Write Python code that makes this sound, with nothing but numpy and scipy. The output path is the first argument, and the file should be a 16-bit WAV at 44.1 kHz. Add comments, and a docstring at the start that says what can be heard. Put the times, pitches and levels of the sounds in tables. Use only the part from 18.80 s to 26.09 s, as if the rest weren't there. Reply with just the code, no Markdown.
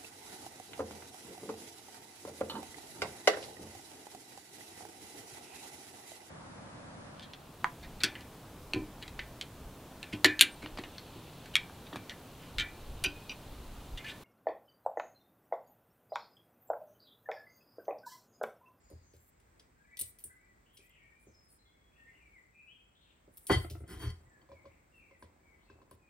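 """Bird whistles over a quiet room come first; almost at once a steel tape ticks and a square steel tube is tapped.
The tape also rustles and its plastic case rocks; the tube drops, chatters and drags on a bench that booms.
Ticks are short noise bursts with a dense ring; blows ring banks of decaying modes; drags and rubs are random slips.
Birds are gliding sines, an insect is throbbing narrow noise and the room is shaped noise."""
import sys
import numpy as np
from scipy import signal
from scipy.fft import rfft, irfft
from scipy.io import wavfile
from scipy.ndimage import uniform_filter1d

SR = 44100
rng = np.random.default_rng(int(sys.argv[2]) if len(sys.argv) > 2 else 0)


def output_pcm(signal):
    """Save a mono or channel-first signal as 16-bit PCM at the path in sys.argv[1].

    Samples are clipped to [-1, 1] before scaling.
    """
    pcm = np.clip(np.atleast_2d(signal).T, -1, 1) * 32767
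    wavfile.write(sys.argv[1], SR, np.round(pcm).astype(np.int16))


N = 321489
T = np.arange(N) / SR


def amp(db):
    """Gain of a level in dB."""
    return 10 ** (np.asarray(db) / 20)


def unit(x):
    """Scaled to rms 1."""
    return x / np.sqrt(np.mean(x ** 2))


def band(x, lo_hz, hi_hz):
    """Steep band-pass."""
    return signal.sosfilt(signal.butter(3, [lo_hz, hi_hz], "band", fs=SR, output="sos"), x)


def decay(t, t60_s):
    """Exponential fade that loses 60 dB in t60_s."""
    return np.exp(-np.log(1000) * t / t60_s)


def ring(force, modes):
    """A force sets each decaying mode ringing."""
    out = 0
    for hz, db, t60_s in modes:
        pole = np.exp(2j * np.pi * hz / SR - np.log(1000) / (t60_s * SR))
        out = out + amp(db) * signal.lfilter([1], [1, -pole], force).imag
    return out


def walk(count, smooth):
    """Smooth random wander of rms 1; smooth is in samples."""
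    return unit(uniform_filter1d(uniform_filter1d(rng.standard_normal(count), smooth), smooth))


def curve(rows, column):
    """Gain along a dB column, silent outside the rows."""
    rows = np.array(rows)
    return amp(np.interp(T, rows[:, 0], rows[:, column], left=-150, right=-150))


def grit(rate_hz, scatter_db):
    """Random slips, a few much larger than the rest."""
    slips = (rng.random(N) < rate_hz / SR) * rng.standard_normal(N)
    return unit(slips * amp(scatter_db * rng.exponential(size=N)))


def add(out, start_s, x):
    """Mixes x in at start_s."""
    i = int(start_s * SR)
    out[i:i + len(x)] += x[:N - i]


def blow(modes, peak_db, push_s, crack):
    """A short push rings the modes, each more or less at random; rough contact adds a crack of noise."""
    t = T[:SR // 2]
    offsets_db = 1.5 * rng.standard_normal(len(modes))
    struck = [(hz, db + offset_db, t60_s) for (hz, db, t60_s), offset_db in zip(modes, offsets_db)]
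    click = 1. * (t == 0)
    sound = ring(click, struck) * (1 - np.exp(-t / push_s))
    rough = unit(band(rng.standard_normal(len(t)), modes[0][0], modes[-1][0] * 1.166))
    rough = rough * (t / push_s).clip(0, 1) * np.exp(-t / 0.021)
    sound = sound / np.abs(sound).max() + crack * rough
    return amp(peak_db) * sound / np.abs(sound).max()


def tail(x, t60_s, db, damp_hz):
    """Reflections: a decaying noise for each port, band-limited from 350 Hz to damp_hz."""
    t = T[:SR]
    ports = []
    for _ in range(2):
        echo = band(rng.standard_normal(SR), 350, damp_hz) * decay(t, t60_s) * (t > .006)
        echo = echo / np.sqrt(np.sum(echo ** 2))
        ports.append(amp(db) * signal.fftconvolve(x, echo)[:N])
    return np.array(ports)


# steel tape ticks: start_s, ring_db (peak), brightness_db (top over ring, before TICK_TOP_DB),
# t60_s (limited to 0.01-0.4 when played), middle_db (peak)
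TAPE_TICKS = [(0.1, -56, 3.5, 0.22, -65), (0.334, -62.5, 4, 0.43, -62), (0.363, -68, 11, 0.087, -67),
              (0.6, -62.5, 1, 0.073, -65), (0.7954, -60, -4, 0.11, -50), (1.1698, -42.5, 5, 0.06, -41),
              (1.191, -27.5, 0, 0.15, -40), (1.195, -25, -5, 0.14, -45), (1.2106, -24.5, 6, 0.043, -38),
              (1.2135, -22.5, -1, 0.04, -42), (1.2315, -40.5, -1, 0.3, -50), (1.386, -52.5, 11.5, 0.4, -58),
              (1.439, -30.5, 0, 0.14, -54.5), (1.97, -53.5, -5, 0.41, -50.5),
              (2.0927, -69, 17.5, 0.091, -73), (4.57, -47.5, 13, 0.13, -55), (4.6679, -32, 0, 0.89, -41.5),
              (4.8985, -45.5, 5, 0.26, -44.5), (5.077, -50.5, -13, 0.29, -65), (5.302, -50, -1, 0.028, -50),
              (6.152, -70.5, 3, 0.08, -71.5), (7.1105, -50.5, 1, 0.044, -57)]
# ring of the thin steel tape: pitch_hz, level_db, t60_s
TAPE_MODES = [(7843, -14, .2), (8340, -12, .15), (8650, -10, .15), (8995, -6, .15), (9207, -3, .12),
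              (9410, 0, .15), (9666, -4, .12), (9878, -8, .2), (10170, -4, .08), (10440, -8, .12),
              (11030, -10, .1)]
MIDDLE_HZ, RING_HZ, SHEEN_HZ = (2500, 6200), (7900, 10600), (12200, 16500)
TICK_TOP_DB, TICK_RISE_S, MIDDLE_FADE_S = -6, 0.001167, 0.017


def ticks():
    """The thin tape clicks as flickering noise with a dense ring; its middle band sheds level early."""
    out, t = np.zeros(N), T[:SR // 3]
    for start_s, ring_db, bright_db, t60_s, middle_db in TAPE_TICKS:
        fade = decay(t, np.clip(t60_s, .01, .4)) + np.exp(-t / 0.004)
        flicker_db = 4 * np.exp(-t / .05) * walk(len(t), smooth=60)
        attack = (t / TICK_RISE_S).clip(0, 1)
        noise = rng.standard_normal(len(t)) * fade * amp(flicker_db) * attack
        contact = noise * (t < .006)
        body = unit(band(noise, *RING_HZ)) + 0.69 * unit(ring(contact, TAPE_MODES))
        top = band(noise, *SHEEN_HZ)
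        middle = band(noise * (0.36 + np.exp(-t / MIDDLE_FADE_S)), *MIDDLE_HZ)
        top_db = ring_db + TICK_TOP_DB + bright_db
        for db, layer in ((ring_db, body), (top_db, top), (middle_db, middle)):
            add(out, start_s, amp(db) * layer / np.abs(layer).max())
    return out


# the tube lands and bounces: start_s, bending_db (0.5-1.7 kHz), wall_db,
# free_share (part of the free ring time that the hand leaves)
TUBE_BOUNCES = [(4.698, -20, -27.5, 1), (4.715, -27.5, -25, 0.75), (4.73, -31, -26, 0.49),
                (5.3, -59.5, -48.5, .25), (5.615, -67, -61.5, 0.16)]
# bending of the tube: pitch_hz, level_db, t60_s
BENDING_MODES = [(579, -12, .1), (694, -10, .12), (754, -3, .12), (888, -6, .12), (1039, -3, .12),
                 (1250, -9, .08), (1444, -6, .13), (1626, -12, .1)]
# ring of the tube wall: pitch_hz, level_db, t60_s (free of the hand)
WALL_MODES = [(1941, -11, .12), (1996, -6, .14), (2197, -12, .12), (3123, -7, .12), (3179, 0, .12),
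              (3246, -18, .1), (3682, -22, .12), (4509, -5, .15), (5120, -22, .13), (5520, -27, .12),
              (5959, -24, .13), (6500, -30, .12), (7397, -23, .16), (8123, -18, .13)]


def bounces():
    """Each landing bends the tube and rings its wall, which the hand damps."""
    out = np.zeros(N)
    for start_s, bending_db, wall_db, free_share in TUBE_BOUNCES:
        held = [(hz, db, t60_s * free_share) for hz, db, t60_s in WALL_MODES]
        add(out, start_s, blow(BENDING_MODES, bending_db, 0.00041, 0.41))
        add(out, start_s, blow(held, wall_db, 0.009, 0.0358))
    return out


# bench boom: pitch_hz, level_db, t60_s
BOOM_MODES = [(58, -22, .2), (82, 2, .3), (116, -3, .25)]
# bench body: pitch_hz, level_db, t60_s
BENCH_MODES = [(187, -10, .09), (250, -16, .08), (317, -2, .06), (378, 0, .06), (460, -11, .05)]
# low hollow tones: pitch_hz, level_db, t60_s
CAVITY_MODES = [(545, 0, .07), (610, -6, .05)]


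def bench_blow(out, start_s, boom_db, bench_db, cavity_db):
    """Bench body, hollow tone, then the boom, which slower bending waves bring last."""
    add(out, start_s + 0.007, blow(BOOM_MODES, boom_db, 0.0039, 0))
    add(out, start_s + 0.0017, blow(BENCH_MODES, bench_db, 0.0015, .45))
    add(out, start_s + .004, blow(CAVITY_MODES, cavity_db, .006, .15))


# hands, tape case and tube thud on the bench: start_s, level_db, boom_db (weight over level_db)
BENCH_THUDS = [(0.112, -47.5, -28), (0.125, -53.5, 6.5), (0.336, -53.5, -2.5), (1.21, -50.5, -2.5),
               (1.447, -56.5, -3), (1.989, -57.5, -27), (2.468, -51.5, -11.5), (4.476, -52, -15),
               (4.697, -28.5, 6), (4.7022, -16, -9), (4.847, -45.5, 3.5), (4.907, -45.5, 7),
               (4.952, -51, 8), (5.005, -47.5, 7.5), (5.035, -50, 6.5)]
THUD_CAVITY_DB = -20  # hollow tone over the thud


def thuds():
    """Hands, case and tube knock the bench into its body tones and boom."""
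    out = np.zeros(N)
    for start_s, db, weight_db in BENCH_THUDS:
        bench_blow(out, start_s, db + weight_db, db, db + THUD_CAVITY_DB)
    return out


# scriber and fingers tap the tube: start_s, level_db, low_db (lowest hollow tone over level_db),
# second_db (added to the second hollow mode)
TUBE_TAPS = [(0.097, -63.5, 7.5, -8), (5.689, -56.5, 3.5, -20), (5.716, -48.5, 0, -18),
             (5.84, -65.5, 8.5, -14), (5.854, -50, 0.5, -15), (6.309, -59, -1, -16),
             (6.424, -45.5, -17, -6), (6.899, -50.5, -19, 1.5), (7.016, -55.5, -12, -10),
             (7.112, -48.5, -24, -7)]
# hollow tube tones: pitch_hz, level_db, t60_s
HOLLOW_MODES = [(1025, 0, .03), (1560, 0, .025), (2300, -20, .025), (3400, -24, .025), (4450, -21, .025)]
TAP_BENCH_DB, TAP_BOOM_DB = -3.5, -9  # what a tap passes on to the bench


def gripped(modes, second_db):
    """The hand's grip shifts each tone a little from tap to tap and sets the second tone's level."""
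    held = []
    for k, (hz, db, t60_s) in enumerate(modes):
        shifted_hz = hz * (1 + .02 * rng.standard_normal())
        held.append((shifted_hz, db + second_db * (k == 1), t60_s))
    return held


def taps():
    """The hollow tap comes first, then the bench answers."""
    out = np.zeros(N)
    for start_s, db, low_db, second_db in TUBE_TAPS:
        add(out, start_s, blow(gripped(HOLLOW_MODES, second_db), db, .002, .1))
        bench_blow(out, start_s, db + TAP_BOOM_DB, db + TAP_BENCH_DB, db + low_db)
    return out


# the plastic tape case rocks on the bench: start_s, level_db (peak)
CASE_ROCKS = [(4.845, -35.5), (4.951, -42.5), (5.004, -53), (5.037, -52)]
# tones of the case: pitch_hz, level_db, t60_s
CASE_MODES = [(329.4, 3.5, 0.079), (696, -1, 0.067), (1312, -5, 0.067), (1362, -12, 0.083),
              (2060, -13, 0.072)]


def rocks():
    """Each rock of the case rings its short plastic modes."""
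    out = np.zeros(N)
    for start_s, db in CASE_ROCKS:
        add(out, start_s, blow(CASE_MODES, db, 0.0016, 0.12))
    return out


# after landing the tube chatters: start, rise, then a steady fall
CHATTER_S, CHATTER_RISE_S, CHATTER_DB, CHATTER_FALL_DB_S = 4.68, 0.042, -35.5, 316


def chatter_gain():
    """Gain of the chatter: a quick swell, then a steady fall in dB."""
    since_s = T - CHATTER_S
    rise = (since_s / CHATTER_RISE_S).clip(0, 1) ** 2
    fall_db = CHATTER_FALL_DB_S * (since_s - CHATTER_RISE_S).clip(0)
    return rise * amp(CHATTER_DB - fall_db)


# the tube slides over the bench: start_s, pressure_db, wall_db, tone_db (the wall's 4.5 kHz tone over wall_db)
TUBE_SLIDE = [(5.06, -79, -91, 0), (5.085, -55, -69, 1), (5.12, -51, -62.5, 2), (5.18, -55, -65.5, -11),
              (5.23, -43, -61.5, 6), (5.265, -48.5, -61, 11), (5.297, -57.5, -61.5, 6),
              (5.335, -68.5, -81, -6), (5.45, -75, -93, 0)]
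# layer shares in dB: boom, grind, scrape, tape ring, tape top
SLIDE_MIX_DB = (9.5, 1, -15, -13.5, -18)
# same layers while the tube chatters, in dB
CHATTER_MIX_DB = (11, 4, -4, -6.5, -24)
BOOM_LAG_S = 0.044
RUBBED_LO_HZ, RUBBED_HI_HZ, RUBBED_DB = 5000, 7500, 13  # rubbing favours these upper tones


def drag():
    """Uneven slips shake the bench, keep the tube ringing and scrape the tape; the boom builds up late."""
    slips, fine = grit(2500, 2.2), grit(6000, 2.0)
    boom = ring(slips, BOOM_MODES)
    grind = unit(ring(slips, BENCH_MODES)) + 0.23 * unit(ring(slips, BENDING_MODES))
    grind = grind + 0.58 * unit(band(slips, 330, 2100))
    scrape = band(slips, 1400, 3640) + 0.35 * band(fine, 3600, 7000)
    tape = unit(band(fine, *RING_HZ)) + unit(ring(fine, TAPE_MODES))
    layers = boom, grind, scrape, tape, band(fine, *SHEEN_HZ)

    slide, chatter = curve(TUBE_SLIDE, column=1), chatter_gain()
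    gains = [amp(a) * slide + amp(b) * chatter for a, b in zip(SLIDE_MIX_DB, CHATTER_MIX_DB)]
    gains[0] = np.roll(gains[0], int(BOOM_LAG_S * SR))
    out = sum(gain * unit(layer) for gain, layer in zip(gains, layers))

    for hz, db, t60_s in WALL_MODES:
        rubbed = curve(TUBE_SLIDE, column=2) * amp(RUBBED_DB * (RUBBED_LO_HZ < hz < RUBBED_HI_HZ))
        if hz == 4509:
            rubbed = rubbed * curve(TUBE_SLIDE, column=3)
        out = out + (rubbed + chatter) * amp(db) * unit(ring(fine, [(hz, 0, t60_s)]))
    return out


# brief rubs of tape and fingers: start_s, length_s, level_db, brightness_db (top over level_db)
TAPE_RUBS = [(0.393, 0.073, -79.5, 6.5), (0.459, 0.051, -76.5, 6), (1.227, 0.095, -62, 4),
             (5.08, 0.077, -59.5, -6), (1.929, 0.061, -72, 0), (2.012, 0.072, -79.5, 6),
             (2.389, 0.076, -73.5, -9), (2.632, .03, -80, -7), (2.68, 0.1, -67.5, -9),
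             (4.511, 0.33, -66, -4), (4.756, 0.14, -61.5, -4), (4.969, 0.076, -71.5, -13),
             (6.16, 0.049, -81.5, 1), (6.39, 0.063, -70.5, -11), (7.101, 0.06, -82, 5)]


def rustle():
    """Dense tiny slips of tape and skin, heard in the treble."""
    out, slips = np.zeros(N), grit(6000, 2.0)
    low, high = unit(band(slips, *RING_HZ)), unit(band(slips, *SHEEN_HZ))
    for start_s, length_s, db, bright_db in TAPE_RUBS:
        i, n = int(start_s * SR), int(length_s * SR)
        swell = np.sin(np.linspace(0, np.pi, n)) ** 0.67
        rub = low[i:i + n] + amp(bright_db) * high[i:i + n]
        add(out, start_s, swell * amp(db) * rub)
    return out


# hands shifting on the work, joined into one level curve: time_s, level_db
HAND_SHUFFLE = [(5.4, -72.5), (5.9, -73), (6.1, -79.5), (6.5, -73.5), (6.75, -75.5), (7.0, -67.5),
                (7.29, -77)]


def shuffle():
    """Soft, scattered contacts of hands murmur through the bench and the hollow tube."""
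    slips = uniform_filter1d(grit(700, 2.5), 20)
    murmur = unit(ring(slips, BENCH_MODES)) + 0.31 * unit(ring(slips, CAVITY_MODES + HOLLOW_MODES))
    murmur = murmur + 1.25 * unit(band(slips, 130, 1110)) + 0.65 * unit(ring(slips, BOOM_MODES))
    return curve(HAND_SHUFFLE, column=1) * unit(murmur)


# bird notes: start_s, length_s, first_hz, last_hz, level_db, spread_hz (size of the pitch wobble)
BIRD_NOTES = [(0.0, 0.27, 5220, 4410, -82, 320), (0.0, 0.12, 7400, 6850, -78.5, 390),
              (0.217, 0.12, 6800, 6000, -76.5, 290), (0.339, 0.095, 7380, 7470, -78.5, 63),
              (0.966, 0.14, 1550, 1800, -74, 10), (1.034, 0.043, 2560, 1970, -79, 13),
              (1.068, 0.14, 1996, 1993, -64.5, 29), (1.109, 0.056, 2230, 2360, -65.5, 26),
              (1.488, 0.062, 1960, 2080, -69.5, 11.3), (1.553, 0.12, 2070, 2410, -78.5, 13),
              (1.428, 0.12, 1677, 1550, -74.5, 99), (1.616, 0.12, 1997, 1953, -72, 20),
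              (1.849, 0.15, 3010, 3230, -76.5, 196), (1.982, 0.097, 2380, 2440, -73, 125),
              (2.008, 0.13, 1880, 2150, -73.5, 11), (2.094, 0.1, 3070, 2353, -70, 220),
              (2.143, 0.176, 1930, 1804, -72.5, 5.3), (2.17, 0.155, 2256, 2276, -73, 60),
              (2.343, 0.11, 2336, 2400, -74.5, 11), (2.457, 0.041, 7070, 5770, -74, 290),
              (2.513, 0.13, 5184, 5170, -74, 60), (2.69, 0.034, 4700, 4360, -80, 100),
              (2.79, 0.051, 4100, 4030, -79, 90), (2.854, 0.062, 3450, 3270, -75, 46),
              (2.959, 0.28, 3323, 3390, -82.5, 9), (2.832, 0.21, 2090, 2230, -79, 10),
              (3.1, 0.13, 2390, 2870, -77, 130), (3.17, 0.1, 1854, 1820, -66, 4.4),
              (3.248, 0.086, 1926, 2243, -67.5, 110), (3.295, 0.14, 2790, 2670, -76.5, 114),
              (3.396, 0.12, 2446, 2203, -69.5, 21), (3.534, 0.072, 2285, 1894, -65, 62),
              (3.729, 0.2, 2570, 2587, -67, 29), (3.73, 0.14, 2420, 2383, -69, 29),
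              (3.872, 0.073, 2810, 3360, -64.5, 65), (4.004, 0.11, 3246, 3214, -85.5, 20),
              (4.148, 0.1, 3180, 3910, -74.5, 270), (4.201, 0.13, 3500, 2576, -74.5, 400),
              (5.452, 0.085, 1955, 1946, -77, 4.8), (5.477, 0.14, 1830, 1610, -73.5, 11),
              (5.7, 0.046, 2385, 2337, -71.5, 20), (5.738, 0.093, 2324, 2000, -73.5, 41),
              (5.857, 0.14, 2212, 2327, -76.5, 217), (6.121, 0.076, 2772, 2620, -68, 22),
              (6.179, 0.12, 2546, 2246, -69, 105), (6.294, 0.09, 2175, 1890, -72, 42),
              (6.598, 0.18, 2280, 2205, -75.5, 42), (6.712, 0.067, 2100, 1950, -75.5, 15),
              (6.77, 0.11, 2890, 4600, -83, 380), (6.85, 0.084, 2615, 2600, -76.5, 54),
              (7.194, 0.16, 2495, 2390, -75.5, 28)]
BIRD_PAN_DB, BIRD_LEAD_S = 3.5, .0004  # left over right, and ahead of it
YARD_T60_S, YARD_DB = 0.68, -2.5


def birds():
    """Gliding whistles; a quick pitch wobble smears the trilled ones. 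They reach the left port first."""
    out = np.zeros(N)
    for start_s, length_s, first_hz, last_hz, db, spread_hz in BIRD_NOTES:
        u = np.linspace(0, 1, int(length_s * SR))
        wobble = walk(SR, smooth=70)[:len(u)]
        flutter = amp(3.9 * walk(SR, smooth=400)[:len(u)])  # air on the way stirs the level
        hz = first_hz + (last_hz - first_hz) * u + spread_hz * wobble
        whistle = np.sin(2 * np.pi * np.cumsum(hz) / SR)
        add(out, start_s, np.sqrt(2) * amp(db) * flutter * np.sin(np.pi * u) ** .6 * whistle)
    left, right = out + tail(out, YARD_T60_S, YARD_DB, 9000)
    right = np.roll(right, int(BIRD_LEAD_S * SR))
    return np.array([amp(BIRD_PAN_DB / 2) * left, amp(-BIRD_PAN_DB / 2) * right])


CRICKET_HZ, CRICKET_RATE_HZ, CRICKET_DB = 7550, 24, -87.5


def cricket():
    """A far insect throbs faintly and unevenly in a narrow band."""
    rate_hz = CRICKET_RATE_HZ * amp(.3 * walk(N, smooth=4000))
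    throb = np.sin(np.pi * np.cumsum(rate_hz) / SR) ** 4
    throb = throb * amp(4 * walk(N, smooth=6000))
    hiss = band(rng.standard_normal((2, N)), CRICKET_HZ - 250, CRICKET_HZ + 250)
    return amp(CRICKET_DB) * unit(throb * hiss)


# colour of the room: pitch_hz, level_db (relative, per Hz)
ROOM_COLOUR = [(25, -25), (45, 3.5), (70, -3.5), (120, -8.5), (370, -14), (1260, -19.5), (2200, -21),
               (2900, -31.5), (6000, -34), (8500, -28), (10700, -47.5), (13000, -38), (16000, -33)]
# left-right likeness of the room: pitch_hz, likeness (no unit; 1 same, -1 opposite)
ROOM_LIKENESS = [(60, 0.94), (130, 0.77), (290, 0.694), (640, -0.31), (1410, -0.26), (3100, 0.46),
                 (6820, -0.3), (15000, 0.14)]
ROOM_DB = -67.5


def room():
    """Steady air and distant rumble: shaped noise, most alike at the two ports in the bass."""
    log_hz = np.log(np.fft.rfftfreq(N, 1 / SR) + 1)
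    (colour_hz, db), (likeness_hz, likeness) = np.transpose(ROOM_COLOUR), np.transpose(ROOM_LIKENESS)
    alike = np.clip(np.interp(log_hz, np.log(likeness_hz), likeness), -.95, .99)
    colour = amp(np.interp(log_hz, np.log(colour_hz), db))
    mid, side = (rfft(rng.standard_normal(N)) * colour for _ in range(2))
    signs = np.array([[1], [-1]])
    air = irfft(mid * np.sqrt(1 + alike) + signs * side * np.sqrt(1 - alike), N)
    return amp(ROOM_DB + walk(N, smooth=9000)) * unit(air)


# how bench sounds reach the ports: pitch_hz, lead_rad (left ahead), pan_db (left minus right)
BENCH_PORTS = [(0, 0, .5), (150, -.15, .8), (300, -.3, -2), (650, -1., .5), (1300, -.9, 1.5),
               (2200, 1., 2.7), (3200, 1.7, 2.7), (5000, 1., 2), (8000, 2.4, 1.7), (10400, .5, 1.7),
               (13000, -.2, 0), (16000, -2.6, 0)]
SHOP_T60_S, SHOP_DB = 0.27, -11


def scene():
    """Sounds at the bench reach the two ports with a phase and balance that depend on pitch."""
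    work = ticks() + bounces() + thuds() + taps() + rocks() + drag() + rustle() + shuffle()
    port_hz, leads_rad, pans_db = np.transpose(BENCH_PORTS)
    hz = np.fft.rfftfreq(N, 1 / SR)
    lead_rad, pan_db = np.interp(hz, port_hz, leads_rad), np.interp(hz, port_hz, pans_db)
    sides = np.array([[1], [-1]])
    near = irfft(rfft(work) * amp(sides * pan_db / 2) * np.exp(.5j * sides * lead_rad), N)
    return near + tail(work, SHOP_T60_S, SHOP_DB, 8900) + birds() + cricket() + room()


NOTCH_HZ, NOTCH_Q, TOP_HZ = 11300, 6, 15850


def record(dry):
    """The phone cuts the deepest bass, has a dip from its port and cuts the top."""
    dry = signal.sosfilt(signal.butter(4, 45, "high", fs=SR, output="sos"), dry)
    dipped = signal.lfilter(*signal.iirnotch(NOTCH_HZ, NOTCH_Q, SR), dry)
    dry = .55 * dry + .45 * dipped
    return signal.sosfilt(signal.ellip(8, .2, 60, TOP_HZ, fs=SR, output="sos"), dry)


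dry = scene()
out = record(dry)
output_pcm(out)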